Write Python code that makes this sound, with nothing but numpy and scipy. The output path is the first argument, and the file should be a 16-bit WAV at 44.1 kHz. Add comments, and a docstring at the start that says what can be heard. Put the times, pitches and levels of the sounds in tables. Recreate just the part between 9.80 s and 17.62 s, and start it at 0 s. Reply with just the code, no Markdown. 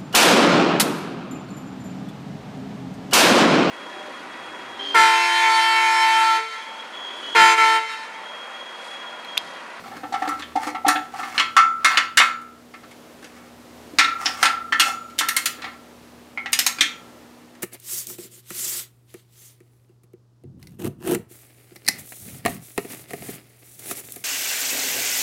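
"""Ballast hum, air noise and a low drone in a garage are joined at once by a steel socket rubbing and rocking
by hand on a bolt of an upturned engine. Hard blows seat it; then a long ratchet wrench is put on, pulled and
swung back over its pawl. Each contact excites decaying modes of a thin tray, a stiff brace and the block, with
dense noise for the countless small modes; friction is irregular noise through the same resonances.
Hum and drone are sines, the air is shaped noise, and a fast limiter holds the loudest blows."""
import sys
import numpy as np
from scipy import signal
from scipy.fft import rfft, irfft, next_fast_len
from scipy.io import wavfile
from scipy.ndimage import uniform_filter1d, minimum_filter1d, map_coordinates

SR = 44100
rng = np.random.default_rng(int(sys.argv[2]) if len(sys.argv) > 2 else 0)


def persist_wave(psi):
    """Save psi, clipped to +-1, as 16-bit WAV."""
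    counts = np.round(np.clip(psi, -1, 1) * 32767).astype(np.int16)
    wavfile.write(sys.argv[1], SR, np.atleast_2d(counts).T)


N = 344845

# Levels in the tables are relative: the functions add a common offset to each layer.
# Spectrum of the air noise: (f/Hz, level per Hz/dB)
AIR_SPECTRUM = [(20, -35), (60, -23), (117, -15.5), (206, -12.5), (297, -10), (535, -11), (900, -15.5),
                (1470, -20.5), (5000, -28), (15100, -36.5), (16500, -52)]
# Course of the air noise: (t/s, level/dB)
AIR_COURSE = [(0, -54.5), (2.5, -59), (3.6, -55), (5, -55), (6.2, -56), (7.82, -58)]
# Hum lines of the ballasts: (f/Hz, level/dB, waver rate/(knots per s))
HUM_LINES = [(116.6, -66, 4.06), (173, -66.5, 1.33), (240.9, -52, 2.774), (305.6, -60.5, 19)]
# Swelling and sinking of the low drone outside: (t/s, level/dB)
DRONE_COURSE = [(0, -73), (.7, -55.5), (1.05, -67), (3.3, -67.5), (3.75, -61), (4.6, -59.5), (6.05, -64.5),
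                (6.35, -60), (7.82, -70)]
# Strokes of the socket on the bolt head: (start t/s, hold/s, level/dB, treble/dB, tray/dB)
RUB_STROKES = [(0, .17, -43.5, -21, 3), (0.427, 0.16, -42, -12, -7), (.68, .04, -49.5, -16, -16),
               (0.846, .02, -31.5, -9, -1), (1.2, 0.051, -51, -8, -6), (1.397, 0.16, -33.5, -10.5, -5),
               (2.118, .04, -22, -26, -15), (3.467, 0.22, -54, -10, -5), (4.422, 0.092, -35.5, -7.5, -3),
               (4.553, 0.092, -33, -5, -4), (5.057, .03, -34, -1, 3.5), (5.85, .01, -34, -36, -12)]
# Spectrum of rubbed steel: (f/Hz, level/dB)
GRIND_SPECTRUM = [(200, -45), (450, -20), (1000, 9.5), (2000, 7), (4000, -7), (5000, -2), (9000, -7),
                  (16000, -20.5)]

# Modes of each body, with free decay times before the grip acts: (f/Hz, level/dB, t60/s)
DRUM_MODES = [(297, 2.5, 0.12), (506, -6, 0.12)]  # lowest panels of the tray
TRAY_MODES = [(758, 0, .11), (793, 0, .13), (835, -9, .15), (883, -11, .28)]
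BRACE_MODES = [(1254, -10, .65), (1333, 4, .56), (1360, -10, .5), (1401, -12, .6)]
BLOCK_MODES = [(1510, -9, .3), (1560, -9, .3), (1693, -7, .25), (1775, -3, .22), (1803, -5, .26),
               (1940, -6, .28), (2134, 0, .26), (2237, -4, .25), (2540, -7, .26), (2660, -8, .28),
               (2812, -11, .2), (3220, -12, .25), (3472, -11, .2), (3935, -13, .2), (4300, -6, .22),
               (4544, -17, .36), (5400, -14, .2), (5838, -11, .25), (6800, -20, .4), (6945, -19, .5)]
SOCKET_BRACE_MODES = [(1022, -12.5, 0.31), (1139.5, 1, 0.17), (1210, 0, 0.21)]  # brace modes that the socket adds
WRENCH_BRACE_MODES = [(1227, -14, .7), (1360, 1.5, .6)]  # brace modes that the wrench adds
# Mode clusters of the ratchet head: (f/Hz, width/Hz, level/dB)
HEAD_CLUSTERS = [(6600, 140, 5), (8600, 360, 3), (10500, 670, 0.5), (12600, 330, -4), (13200, 520, 8.5)]
# Spectrum of the countless small modes: (f/Hz, level/dB)
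CLATTER_SPECTRUM = [(200, -24), (600, -13), (1200, 6), (2000, -3), (4000, -2), (7000, -6), (12000, -12),
                    (16000, -25.5)]
# Decay of the small modes before the grip acts: (f/Hz, t60/s)
CLATTER_DECAY = [(300, 0.04), (1500, 0.15), (4000, 0.095), (9000, 0.091), (16000, 0.052)]
# Reverberation of the garage: (f/Hz, t60/s)
GARAGE_DECAY = [(300, 0.48), (1500, 0.43), (5000, 0.31), (10000, 0.25), (16000, 0.32)]

# Contacts; tray, brace and treble are relative to the contact level, the clink is a favoured band.
# Loose socket rocking, and faint touches:
# (t/s, level/dB, tray/dB, brace/dB, treble/dB, clink f/Hz, drum level/dB)
ROCKING_CONTACTS = [(0.037, -37, -10, 3, -22, 2080, -51), (0.1129, -34.5, 11, 0, -34, 1790, -41),
                    (0.1639, -32, -4, -9, -16, 1600, -37), (0.2315, -28.5, 11.5, -1, -52, 1800, -31),
                    (0.3214, -23.5, 10, -11, -22, 1770, -39), (0.3378, -20, 9, -2, -26, 1960, -36.5),
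                    (0.418, -22, 10, -1, -25, 1810, -33), (0.45, -29, 6, 7.5, -39, 1810, -37),
                    (0.4729, -22, 3.5, -14, -24, 1740, -26), (0.4858, -25, -5, 8, -6, 2040, -30),
                    (0.5144, -31, -12, 8.5, -23, 1620, -49), (0.5928, -29, -23, -0.5, -13, 3900, -39),
                    (0.6208, -23, -35, -16, -32, 3380, -53), (0.7537, -23.5, 17.5, -6, -19, 1760, -27.5),
                    (0.866, -22, 8.5, -3, -14, 2080, -26.5), (0.9454, -23.5, 7.5, 1, -29, 2040, -40),
                    (1.0455, -27, 25, 5, -31, 2120, -58), (1.0624, -19.5, -10, -26, -28, 1820, -24),
                    (1.0791, -6, -4.5, -4.5, -6.5, 1790, -26), (1.1092, -27, -14, -22, -31, 1860, -41),
                    (1.154, -15, 3, -13, -59, 1640, -30.5), (1.3367, -33, 17, 4, -20, 2060, -55),
                    (1.3902, -25, 7, -0.5, -26, 1800, -42), (1.4289, -23.5, -6, -1, -41, 2080, -39),
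                    (1.544, -33, -23, 5, -28, 1940, -59), (2.6134, -45.5, -15, -23, -3, 2130, -58),
                    (2.9366, -31.5, -11, -5, -31, 2020, -60), (3.0326, -40, -16, -0.5, -31, 1780, -57),
                    (3.109, -39.5, -18, -24, -13, 2230, -56), (3.4224, -37, -1, -12, -15, 1680, -47),
                    (3.4413, -33, -21, -28, -18, 1660, -43), (4.1328, -50, 3, -11, -19, 1670, -32.5),
                    (5.7816, -37, -2, -2, -33, 1740, -40.5)]
# Socket pushed home hard: (t/s, level/dB, tray/dB, brace/dB, treble/dB, clink f/Hz)
SEATING_CONTACTS = [(1.5784, -7.5, -43, -19, -32, 2460), (1.5958, -7, -27, -11.5, -23, 3190),
                    (1.7651, -2.5, -17.5, 0, -21, 2040), (2.0452, -2, -22.5, -10, -18, 1850),
                    (2.1714, -3.5, -31, -14, -27.5, 2580), (2.3717, 1.5, -35, -18.5, -16.5, 1720),
                    (2.3997, -1.5, -24, -8, -37, 2270)]
# Wrench taking up its play: (t/s, level/dB, tray/dB, brace/dB, treble/dB, clink f/Hz, clink/dB)
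WRENCH_CONTACTS = [(4.1853, 3.5, -28.5, -19, -26.5, 2080, 5), (4.2425, -12, -26, -9.5, -26, 3840, 10),
                   (4.4574, -5, -19, -30, -31, 5140, 14.5), (4.6277, -1.5, -16, -12.5, -19, 2120, 7.5),
                   (4.6537, -3.5, -19, -19.5, -24.5, 1870, 3.5), (4.9236, -8, -31, -11, -28, 1800, 15),
                   (4.9434, -32, -28, -13, -43, 1650, 6), (4.992, -27, -25, -27, -10, 2700, 3),
                   (4.997, 2, -28.5, -20.5, -14, 2790, 11), (5.2989, -38.5, -25, -27, -17, 2420, 5),
                   (5.382, -24.5, -46, -33, -12, 2600, 3), (5.4083, -9.5, -29, -13, -33, 1830, 5),
                   (5.8195, -23, -29, -17, -31, 1780, 4), (5.8422, -20.5, -10, -21, -36, 1840, 9),
                   (6.721, -27, -32, -25, -4, 3000, 3), (6.985, -18.5, -41, -17, -25, 2300, 8),
                   (7.008, 0, -35.5, -32.5, -20.5, 3620, 2.5), (7.7503, -41, -18, -21, -20, 1880, 8)]
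# Pawl dropping over each tooth: (t/s, level/dB, tray/dB, brace/dB, treble/dB, clink f/Hz, clink/dB)
PAWL_CONTACTS = [(5.3876, -11.5, -28, -32, -11, 1830, 7.5), (5.4856, -13.5, -50, -21, -8.5, 1850, 8),
                 (5.5647, -10.5, -29, -19, -6.5, 2030, 5.5), (5.657, -12, -30, -20.5, -6, 3300, 5),
                 (6.574, -25.5, -8.5, -9.5, -48, 2140, 20), (6.658, -23, -8, -15, -33, 1960, 14),
                 (6.7295, -9.5, -22.5, -30, -9.5, 2970, 6.5), (6.789, -9, -23.5, -36, -11, 3100, 2),
                 (6.8637, -9, -25, -23, -8.5, 6740, 4.5)]

TOP_HZ = 15800
RUB_RISE_DB_PER_S, RUB_FALL_DB_PER_S, RUB_REST_DB = 243, 225, -67
# Relative thud of the lowest panels, for a contact of -10 dB
BLOW_DRUM_DB, WRENCH_DRUM_DB, PAWL_DRUM_DB = -42.5, -41, -46
DRUM_DB_PER_DB = 0.37  # thud gained per dB of contact
SOCKET_CLINK_DB, BLOW_CLINK_DB = 9, 4.8  # lift of the favoured band
SLOWER_DB_PER_DB = .2  # the more a contact moves the thin tray, the slower it starts
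LONGER_PER_DB = 0.01  # ring share gained by a contact one dB harder


def amp(db):
    """The amplitude ratio is ten to the power of level/dB over twenty."""
    return 10 ** (np.asarray(db) / 20)


def unit(x):
    """Division by the root mean square gives a signal of unit rms."""
    return x / np.sqrt(np.mean(x ** 2) + 1e-20)


def along(points, hz):
    """A spectrum is interpolated between its points on a logarithmic frequency axis."""
    f, v = np.transpose(points)
    return np.interp(np.log(hz + 1), np.log(f + 1), v)


def curves(rows):
    """Linear interpolation in time gives one value per sample for each column after t/s."""
    s, *cols = np.transpose(rows)
    return [np.interp(np.arange(N) / SR, s, c) for c in cols]


def wobble(rate):
    """A spline through random knots, rate of them per second, gives a smooth fluctuation."""
    knots = rng.standard_normal(int(N * rate / SR) + 4)
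    return map_coordinates(knots, [np.arange(N) * rate / SR])


def filtered(x, response):
    """Linear filtering multiplies the spectrum by a complex response of frequency."""
    m = next_fast_len(len(x) + SR // 2)
    return irfft(rfft(x, m) * response(np.fft.rfftfreq(m, 1 / SR)), m)[:len(x)]


def garage_air():
    """Broadband noise has a continuous spectrum; the ballasts add slightly unsteady discrete lines."""
    noise = unit(filtered(rng.standard_normal(N), lambda f: amp(along(AIR_SPECTRUM, f))))
    air = noise * amp(curves(AIR_COURSE)[0] + 8.0 + 1.2 * wobble(2.476))
    t = np.arange(N) / SR
    hum = np.zeros(N)
    for hz, db, rate in HUM_LINES:
        level = amp(db + 2.5) * (1 + 0.1 * wobble(rate))
        hum += level * np.sin(2 * np.pi * hz * t + 0.17 * wobble(rate))
    return air + hum


def drone():
    """Slow random modulation of amplitude and phase makes a 77 Hz sine unsteady."""
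    level = amp(curves(DRONE_COURSE)[0] + 1.0 + 2.5 * wobble(9.3))
    return level * np.sin(2 * np.pi * 77 * np.arange(N) / SR + 0.55 * wobble(8))


def strokes():
    """The strongest stroke dominates: its rise, hold and fall set level, treble and tray share."""
    start, hold, db, treble_db, tray_db = np.transpose(RUB_STROKES)
    t = np.arange(0, N / SR + .01, .002)
    since = t - start[:, None]
    rise = RUB_RISE_DB_PER_S * np.minimum(since, 0)
    fall = RUB_FALL_DB_PER_S * np.maximum(since - hold[:, None], 0)
    level = db[:, None] + rise - fall
    top = level.argmax(axis=0)
    strongest = np.maximum(level.max(axis=0), RUB_REST_DB)
    return curves(np.transpose([t, strongest, treble_db[top], tray_db[top]]))


def resonances(modes):
    """Each mode is a resonance whose bandwidth is inversely proportional to its decay time."""
    def response(f):
        total = 0
        for c, db, t60 in modes:
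            width = np.log(1000) / np.pi / t60
            total = total + amp(db) * (1j * f * width / (c * c - f * f + 1j * f * width))
        return total
    return response


def rubbing():
    """Friction of steel on steel is spiky noise that drives the modes and a broadband grind."""
    level_db, treble_db, tray_db = strokes()
    spikes_db = 2.4 * wobble(400) + 3.4 * wobble(29.95)
    grains = unit(rng.standard_normal(N) * amp(spikes_db)) * amp(level_db)
    steel = amp(18.0) * filtered(grains, resonances(BRACE_MODES + SOCKET_BRACE_MODES + BLOCK_MODES))
    tray = amp(20) * filtered(grains * amp(tray_db), resonances(TRAY_MODES))
    body = filtered(grains, lambda f: amp(along(GRIND_SPECTRUM, f)) * (f < 5000))
    treble_grains = grains * amp(treble_db + 9.0)
    treble = filtered(treble_grains, lambda f: amp(along(GRIND_SPECTRUM, f)) * (f >= 5000))
    return steel + tray + body + treble


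def dying(decays, gain_db, length):
    """Dense modes act as noise whose every frequency decays at its own rate; total energy is 1."""
    hz, t, z = signal.stft(rng.standard_normal(length), SR, nperseg=192)
    level_db = gain_db(hz)[:, None] - 60 * t / along(decays, hz)[:, None]
    x = signal.istft(z * amp(level_db), SR, nperseg=192)[1][:length]
    return x / np.linalg.norm(x)


def ringer(modes, t):
    """Modal superposition sums decaying sines; each call strikes them at new random strengths."""
    hz, db, t60 = np.transpose(modes)
    rings = np.exp(np.outer(2j * np.pi * hz - np.log(1000) / t60, t)).imag

    def strike(scatter_db, colour=np.zeros_like):
        return amp(db + colour(hz) + scatter_db * rng.standard_normal(len(hz))) @ rings
    return strike


def contact_colour(treble_db, brace_db, clink_hz, clink_db):
    """Contact hardness tilts the top, a weak brace share cuts the bottom, the spot hit favours a band."""
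    def colour(hz):
        top = along([(3500, 0.019), (9000, 0.85), (15000, 1.56)], hz) * (treble_db + 14.0)
        bottom = along([(1300, 0.87), (1900, 0.039)], hz) * np.minimum(brace_db + 8.0, 0)
        clink = clink_db * np.exp(-(np.log((hz + 1) / clink_hz) / 0.12) ** 2)
        return top + bottom + clink
    return colour


def contacts(table, brace, clusters, modes_db, clatter_db, rise_s, ring_share):
    """An impact excites several bodies at once, and the walls reverberate its clatter and tray sound.

    Rows: (t/s, level/dB, tray/dB, brace/dB, treble/dB, clink f/Hz, clink/dB, drum level/dB)."""
    out = np.zeros(N + 2 * SR)
    t = np.arange(int(.45 * SR)) / SR
    ring_block, ring_drum = ringer(BLOCK_MODES, t), ringer(DRUM_MODES, t)
    ring_tray, ring_brace = ringer(TRAY_MODES, t), ringer(brace, t)
    fade_out = np.minimum(1, 20 * (t[-1] - t))
    for s, db, tray_db, brace_db, treble_db, clink_hz, clink_db, drum_db in table:
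        colour = contact_colour(treble_db, brace_db, clink_hz, clink_db)

        def clatter_gain_db(hz):
            """Each impact wakes another random choice of the small modes."""
            humps = sum(lift * np.exp(-((hz - c) / w) ** 2) for c, w, lift in clusters)
            return along(CLATTER_SPECTRUM, hz) + colour(hz) + humps + 3 * rng.standard_normal(len(hz))

        clatter = dying(CLATTER_DECAY, clatter_gain_db, len(t))
        block = ring_block(scatter_db=2.5, colour=colour)
        brace_ring = ring_brace(scatter_db=1)
        # the drum level is given absolutely: the contact level that the shape applies below is taken out
        drum = amp(drum_db - db + 2.5) * ring_drum(scatter_db=1.5)
        tray = drum + amp(tray_db - 4) * ring_tray(scatter_db=2)
        # a gripping hand shortens the ring: the share scales a t60 of 0.43 s (above 1 it lengthens)
        share = np.clip(ring_share + LONGER_PER_DB * (db + 15.5), .2, 1.5)
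        grip = amp(-60 * t / 0.43 * (1 / share - 1))
        rise = max(rise_s * amp(SLOWER_DB_PER_DB * tray_db), 1e-4)
        shape = amp(db) * (1 - np.exp(-(t / rise) ** 2)) * grip * fade_out
        clatter_and_tray = shape * (amp(clatter_db) * clatter + tray)
        block_and_brace = shape * (amp(modes_db) * block + amp(brace_db - 7) * brace_ring)
        # only the clatter and tray sounds feed the reverberation; the block and brace modes stay dry
        garage = dying(GARAGE_DECAY, np.zeros_like, len(t))
        echo = signal.fftconvolve(clatter_and_tray[:len(t) // 2], garage)
        out[round(s * SR):][:len(t)] += clatter_and_tray + block_and_brace
        out[round((s + .006) * SR):][:len(echo)] += amp(-8.5) * echo
    return out[:N]


def with_drum(table, drum_db, *clink_db):
    """The lowest panels thud harder under a harder contact, though less than in proportion."""
    return [(*row, *clink_db, drum_db + DRUM_DB_PER_DB * (row[1] + 10)) for row in table]


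def socket_rocking():
    """Light impacts of a loose, hand-damped socket start slowly and ring briefly."""
    rows = [(*row, SOCKET_CLINK_DB, drum_db) for *row, drum_db in ROCKING_CONTACTS]
    return contacts(rows, BRACE_MODES + SOCKET_BRACE_MODES, [],
                    modes_db=-16.5, clatter_db=21.5, rise_s=0.004, ring_share=0.67)


def socket_seating():
    """Hard impacts through the socket start faster and ring longer than its rocking."""
    rows = with_drum(SEATING_CONTACTS, BLOW_DRUM_DB, BLOW_CLINK_DB)
    return contacts(rows, BRACE_MODES + SOCKET_BRACE_MODES, [],
                    modes_db=-15.5, clatter_db=19.5, rise_s=0.0019, ring_share=0.87)


def wrench_knocks():
    """Backlash ends in abrupt impacts, with the added modes of the wrench and its ratchet head."""
    rows = with_drum(WRENCH_CONTACTS, WRENCH_DRUM_DB)
    return contacts(rows, BRACE_MODES + WRENCH_BRACE_MODES, HEAD_CLUSTERS,
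                    modes_db=-22.0, clatter_db=17.0, rise_s=0.00097, ring_share=1.074)


def pawl_clicks():
    """Each tooth passed releases the pawl into an impact rich in small modes."""
    rows = with_drum(PAWL_CONTACTS, PAWL_DRUM_DB)
    return contacts(rows, BRACE_MODES + WRENCH_BRACE_MODES, HEAD_CLUSTERS,
                    modes_db=-19.5, clatter_db=23.5, rise_s=0.0014, ring_share=0.82)


def scene():
    """Sound pressures superpose linearly at one microphone."""
    background = garage_air() + drone()
    socket = rubbing() + socket_rocking() + socket_seating()
    wrench = wrench_knocks() + pawl_clicks()
    return (background + socket + wrench)[None]


def record(dry):
    """Limiting lowers the gain around peaks near full scale; a low-pass then bounds the band."""
    need = np.minimum(1, .98 / (np.abs(dry[0]) + 1e-9))
    gain = uniform_filter1d(minimum_filter1d(need, size=400), size=200)
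    return filtered(dry[0] * gain, lambda f: f < TOP_HZ)[None]


dry = scene()
out = record(dry)
persist_wave(out)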